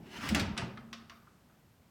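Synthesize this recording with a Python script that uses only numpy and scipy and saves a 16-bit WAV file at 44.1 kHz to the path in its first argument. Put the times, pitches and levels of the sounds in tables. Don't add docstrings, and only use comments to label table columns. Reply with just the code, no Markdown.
import sys
import numpy as np
from scipy import signal
from scipy.fft import rfft, irfft, next_fast_len
from scipy.io import wavfile
from scipy.ndimage import uniform_filter1d, map_coordinates

SR = 44100
rng = np.random.default_rng(int(sys.argv[2]) if len(sys.argv) > 2 else 0)


def nominal_scale(level):
    x = np.asarray(level, float) / 20
    return 10 ** x


def waveform_to_disk(signal):
    frames = np.transpose(np.atleast_2d(signal))
    scaled = np.clip(frames, -1, 1) * 32767
    samples = np.round(scaled).astype(np.int16)
    wavfile.write(sys.argv[1], SR, samples)


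N = 83790

# (frequency [Hz], level per Hz [dB])
BODY_COLOUR = [(25, -7), (70, 1), (130, -1), (190, 2.5), (300, -5), (480, -14), (900, -15.5), (1500, -57)]
# (frequency [Hz], level [dB], t60 [s])
STRAP_MODES = [(742, 1, 0.51), (945, -2, 0.15), (1234, 0, 0.11), (1570, -41, 5.0), (1976, 3.5, 0.12),
               (2650, -38, 0.18), (3000, -44, 0.75), (3730, -11, 0.09), (4270, -32, 0.18),
               (5040, -20, 0.11), (6083, -65, 0.25), (7730, -9, 0.095)]
# (frequency [Hz], level [dB], t60 [s])
HANGER_RING = [(690, -12, .2), (1095, -3, .3), (1287, 0, .3), (1413, -2, .3), (1798, -12, .1),
               (2350, -10, .08), (3100, -16, .08), (3625, -8, .06)]
DOOR_RING_DB, DOOR_RING_S = -23, .08
HANGER_RING_S = .16


def unit(x):
    return x / np.sqrt(np.mean(x ** 2) + 1e-20)


def along(points, hz):
    f, v = np.transpose(points)
    return np.interp(np.log(hz + 1), np.log(f + 1), v)


def curve(rows):
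    return np.interp(np.arange(N) / SR, *np.transpose(rows))


def wobble(rate):
    knots = rng.standard_normal(int(N * rate / SR) + 4)
    return map_coordinates(knots, [np.arange(N) * rate / SR])


def filtered(x, response):
    m = next_fast_len(len(x) + 8192)
    return irfft(rfft(x, m) * response(np.fft.rfftfreq(m, 1 / SR)), m)[:len(x)]


def noise(response):
    return unit(filtered(rng.standard_normal(N), response))


def peak(f, hz, width_hz):
    return 1j * f * width_hz / (hz * hz - f * f + 1j * f * width_hz)


def room_answer():
    # (frequency [Hz], t60 [s])
    decay = [(100, 0.93), (500, 0.9), (2000, 0.53), (6000, 0.35), (14000, 0.12)]
    late_db, early_db, early_t60_s, early_top_hz = -3, -4, 0.044, 9100
    hz, t, z = signal.stft(rng.standard_normal(SR), SR, nperseg=256)
    late = signal.istft(z * nominal_scale(-60 * t / along(decay, hz)[:, None]), SR, nperseg=256)[1]
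    early = filtered(rng.standard_normal(len(late)), lambda f: 1 / (1 + (f / early_top_hz) ** 2))
    early = early * nominal_scale(-60 * np.arange(len(late)) / SR / early_t60_s)
    answer = nominal_scale(late_db) * late / np.linalg.norm(late) + nominal_scale(early_db) * early / np.linalg.norm(early)
    answer[0] = 1
    return answer


def travelling(dry, until_s):
    t, step_s = np.arange(N) / SR, .05
    wet = 0
    for s in np.arange(0, until_s, step_s):
        share = np.cos(np.pi / 2 * np.clip((t - s) / step_s, -1, 1))
        wet = wet + signal.fftconvolve((dry * share)[:SR // 2], room_answer())[:N]
    return np.pad(wet, (0, N - len(wet)))


def chatter_burst(shape, colour):
    even_hz = 160
    z, hz = rfft(shape * rng.standard_normal(len(shape))), np.fft.rfftfreq(len(shape), 1 / SR)
    power = uniform_filter1d(np.abs(z) ** 2, size=round(even_hz / hz[1]))
    even = z / np.sqrt(np.abs(power) + 1e-12)
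    burst = irfft(even * colour(hz), len(shape))
    burst = burst * (np.arange(len(shape)) < len(shape) // 2)
    return unit(burst) * np.sqrt(np.mean(shape ** 2))


def strikes(events, colour, modes, ring_db, longest_s):
    focus_db, focus_width, rise_s = -0.5, 0.36, 0.00041
    snap, snap_t60_s = .8, .01
    out, t = np.zeros(N + 3 * SR), np.arange(SR // 2) / SR
    for s, db, tilt_db, chatter_s, focus_hz in events:
        def lean(f):
            focus = 1 + nominal_scale(focus_db) * abs(peak(f, focus_hz, focus_width * focus_hz))
            return nominal_scale(tilt_db * np.log2((f + 200) / 2500)) * focus

        shape = nominal_scale(-60 * t / max(chatter_s, .002)) + snap * nominal_scale(-60 * t / snap_t60_s)
        crack = chatter_burst(shape, lambda f: nominal_scale(along(colour, f)) * lean(f))
        ring = 0
        for hz, level_db, t60 in modes:
            decay = nominal_scale(level_db + rng.normal(0, 2.1) - 60 * t / min(t60, longest_s))
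            ring = ring + decay * lean(hz) * np.sin(2 * np.pi * (hz * t + rng.random()))
        hit = nominal_scale(db - 10) * (crack + nominal_scale(ring_db) * ring) * (1 - np.exp(-t / rise_s))
        wet = signal.fftconvolve(hit, room_answer())
        out[round(s * SR):][:len(wet)] += wet
    return out[:N]


def floor():
    # (frequency [Hz], level per Hz [dB])
    tone_colour = [(25, -20), (60, -6), (200, -1), (330, -11), (1200, -17), (2500, -23), (5000, -27),
                   (10200, -31), (11500, -60)]
    # (frequency [Hz], level per Hz [dB])
    hiss_colour = [(8500, -27), (10300, -9.5), (12000, 3.5), (16500, -5), (17900, -2)]
    # (time [s], level [dB])
    rustle = [(0, 0.5), (1.08, -1.5), (1.14, 3.5), (1.26, 0.5), (1.3, -1.5), (1.5, 0.5), (1.9, -0.5)]
    tone = nominal_scale(-65 + 0.51 * wobble(5.1)) * noise(lambda f: nominal_scale(along(tone_colour, f)))
    drone = nominal_scale(-69) * noise(lambda f: peak(f, 76.5, 76) ** 2)
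    hiss = nominal_scale(-79 + curve(rustle)) * noise(lambda f: nominal_scale(along(hiss_colour, f)))
    return tone + drone + hiss


def sway():
    # (time [s], level [dB])
    rocking = [(0, -52.5), (.06, -55.5), (.13, -59), (.27, -43), (.33, -35), (.45, -38), (.55, -46.5),
               (.62, -38.5), (.72, -51), (.82, -54.5), (1.0, -59), (1.2, -68.5), (1.3, -68.5), (1.9, -76)]
    # (time [s], level [dB])
    humming = [(.6, -90), (.72, -55), (.8, -55), (.88, -51.5), (1.025, -51.5), (1.06, -62), (1.1, -59),
               (1.2, -60), (1.3, -90)]
    bar_hz, bar_width_hz = 229.2, 1.8
    rumble = noise(lambda f: nominal_scale(along(BODY_COLOUR, f)))
    blur = noise(lambda f: peak(f, bar_hz, bar_width_hz) ** 2)
    hum = np.sin(2 * np.pi * bar_hz * np.arange(N) / SR + .4 * wobble(5)) + .1 * blur
    return nominal_scale(curve(rocking) + 1.64 * wobble(25.15)) * rumble + nominal_scale(curve(humming)) * hum


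def cabinet():
    # (time [s], level [dB], loudest panel [Hz])
    blows = [(.002, -48, 212), (.07, -51.5, 380), (.1, -50.5, 380), (.085, -46.5, 212), (.13, -48.5, 380),
             (.155, -48.5, 380), (0.187, -39.5, 212), (0.237, -37, 283), (0.295, -28, 75), (.297, -29, 180),
             (.303, -34, 283), (.305, -41.5, 540), (.312, -30.5, 212), (0.3212, -24, 212), (.345, -34, 283),
             (.355, -43, 540), (0.361, -33.5, 75), (.366, -29, 283), (.39, -29, 212), (.408, -34.5, 100),
             (.432, -38, 212), (.475, -51, 283), (0.498, -35, 212), (0.576, -34, 180), (.586, -41, 680),
             (.588, -40, 380), (0.597, -27, 180), (0.623, -36, 124), (.66, -43.5, 212), (.67, -43.5, 380),
             (.7, -45.5, 540), (0.706, -43, 212), (.74, -46, 212), (.94, -60, 680), (0.944, -53.5, 540),
             (1.118, -59, 680)]
    # (frequency [Hz], level [dB], t60 [s])
    panels = [(75, 2, 0.49), (100, 8.5, 0.16), (124, 5, 0.22), (180, -9, 0.22), (212, 4.5, .11),
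              (283, 2.5, 0.123), (380, 1.5, 0.14), (540, -0.5, 0.086), (680, 3, 0.17)]
    spread_octaves, rise_s, room_db = 0.085, 0.0014, -11.5
    out, t = np.zeros(N + SR), np.arange(SR) / SR
    for s, db, panel_hz in blows:
        ring = 0
        for hz, level_db, t60 in panels:
            nearness = 1 / (1 + (np.log2(hz / panel_hz) / spread_octaves) ** 2) ** 2
            ring = ring + nearness * nominal_scale(level_db - 60 * t / t60) * np.sin(2 * np.pi * hz * t)
        out[round(s * SR):][:len(t)] += nominal_scale(db - 3.5) * ring * (1 - np.exp(-t / rise_s))
    room = room_answer()
    room[1:] *= nominal_scale(room_db)
    return signal.fftconvolve(out, room)[:N]


def last_ticks():
    # (time [s], peak level [dB], tilt [dB/octave], chatter t60 [s], loudest part [Hz])
    touches = [
        (1.2705, -53.5, 0, .06, 1290),
        (1.4965, -58, 0, .06, 1290),
    ]
    # (frequency [Hz], level per Hz [dB])
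    dull_colour = [(700, -45), (1050, -16), (1450, -14), (1900, -27), (4000, -36), (17500, -60)]
    return strikes(touches, dull_colour, HANGER_RING, -19, HANGER_RING_S)


def hanger_ticks():
    # (time [s], peak level [dB], tilt [dB/octave], chatter t60 [s], loudest part [Hz])
    ticks = [
        (.7732, -37.5, -5.5, 0.025, 1374),
        (.9290, -32.5, -0.5, 0.032, 5500),
        (.9310, -39, -7.5, 0.065, 1260),
        (1.0968, -38.5, -2.5, 0.022, 5400),
        (1.099, -44.5, -7.5, 0.11, 1280),
    ]
    # (frequency [Hz], level per Hz [dB])
    tick_colour = [(300, -50), (800, -44), (1100, -12.5), (3600, -12), (5800, -17.5), (6600, -24),
                   (12000, -31.5), (17500, -38)]
    return strikes(ticks, tick_colour, HANGER_RING, -21.5, HANGER_RING_S)


def rolling():
    # (time [s], level [dB])
    speed_level = [(0, -75), (.04, -68.5), (.06, -63.5), (.14, -51.5), (.19, -48), (.24, -44),
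                   (.285, -43.5)]
    # (frequency [Hz], level per Hz [dB])
    wheel_colour = [(300, -12.5), (500, -13), (900, -7), (1600, -4.5), (3000, -8.5), (5000, -15.5),
                    (13000, -28.5), (17500, -32)]
    # (frequency [Hz], width [Hz], level [dB])
    rail_modes = [(980, 37, -4.5), (1600, 38, -16), (2240, 67, -24), (2900, 160, 4), (5250, 160, 1.5)]
    grit_per_s, grit_scatter_db, grit_share = 1100, 2.5, 0.54
    rail_db, boom_db, end_s, fade_s = -8, -11.5, 0.311, 0.038
    grains = (rng.random(N) < grit_per_s / SR) * rng.choice([-1, 1], N)
    grit = grains * nominal_scale(grit_scatter_db * rng.exponential(size=N))
    drive = grit_share * unit(grit) + rng.standard_normal(N)

    def wheel_on_rail(f):
        ringing = sum(nominal_scale(db - rail_modes[0][2]) * abs(peak(f, hz, width)) for hz, width, db in rail_modes)
        return nominal_scale(along(wheel_colour, f)) * (1 + nominal_scale(rail_db) * ringing)

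    crunch = unit(filtered(drive, wheel_on_rail))
    boom = unit(filtered(drive, lambda f: nominal_scale(along(BODY_COLOUR, f))))
    stop = np.clip((end_s + fade_s - np.arange(N) / SR) / fade_s, 0, 1)
    level = nominal_scale(curve(speed_level) - 3.5 + 1.1 * wobble(34.2))
    return travelling((crunch + nominal_scale(boom_db) * boom) * level * stop, .4)


def first_touch():
    # (time [s], peak level [dB], tilt [dB/octave], chatter t60 [s], loudest part [Hz])
    touch = [
        (.2890, -25, 0, 0.04, 2080),
    ]
    # (frequency [Hz], level per Hz [dB])
    tip_colour = [(1000, -42), (1650, -28), (1950, -7), (3500, -11), (7000, -14.5), (13000, -21),
                  (17500, -25)]
    return strikes(touch, tip_colour, STRAP_MODES, DOOR_RING_DB - 8, DOOR_RING_S)


def rebounds():
    # (time [s], peak level [dB], tilt [dB/octave], chatter t60 [s], loudest part [Hz])
    knocks = [
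        (.5668, -35.5, -2, 0.072, 3000),
        (.5766, -23.5, 6, 0.027, 4800),
        (.5805, -25.5, 1, 0.033, 2800),
        (.5960, -31.5, -4.5, 0.05, 1880),
        (.617, -37, -9, 0.092, 1220),
    ]
    # (frequency [Hz], level per Hz [dB])
    edge_colour = [(300, -28), (550, -13.5), (1250, -5.5), (3000, -7), (5320, -18.5), (9800, -28.5),
                   (11500, -45), (17500, -54)]
    return strikes(knocks, edge_colour, STRAP_MODES, DOOR_RING_DB, DOOR_RING_S)


def clacks():
    # (time [s], peak level [dB], tilt [dB/octave], chatter t60 [s], loudest part [Hz])
    blows = [
        (.3473, -15.5, 3, 0.027, 2390),
        (.3560, -23, -2, 0.14, 1170),
        (.3956, -22.5, 2, 0.062, 2620),
    ]
    # (frequency [Hz], level per Hz [dB])
    door_colour = [(180, -50), (300, -44), (550, -14.5), (1250, -7.5), (3480, -12), (5320, -16),
                   (12900, -33), (16300, -37), (17500, -59)]
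    return strikes(blows, door_colour, STRAP_MODES, DOOR_RING_DB, DOOR_RING_S)


def scene():
    background = floor() + sway() + cabinet()
    hanger = last_ticks() + hanger_ticks()
    door = rolling() + first_touch() + rebounds() + clacks()
    return (background + hanger + door)[None]


def top_cut(x):
    return signal.sosfilt(signal.butter(12, 17950, fs=SR, output="sos"), x)


def record(dry):
    low_hz, top_hz = 44.4, 17960
    mix = filtered(dry[0], lambda hz: (hz < top_hz) * (1j * hz / (low_hz + 1j * hz)) ** 2)[None]
    return top_cut(mix)


dry = scene()
out = record(dry)
waveform_to_disk(out)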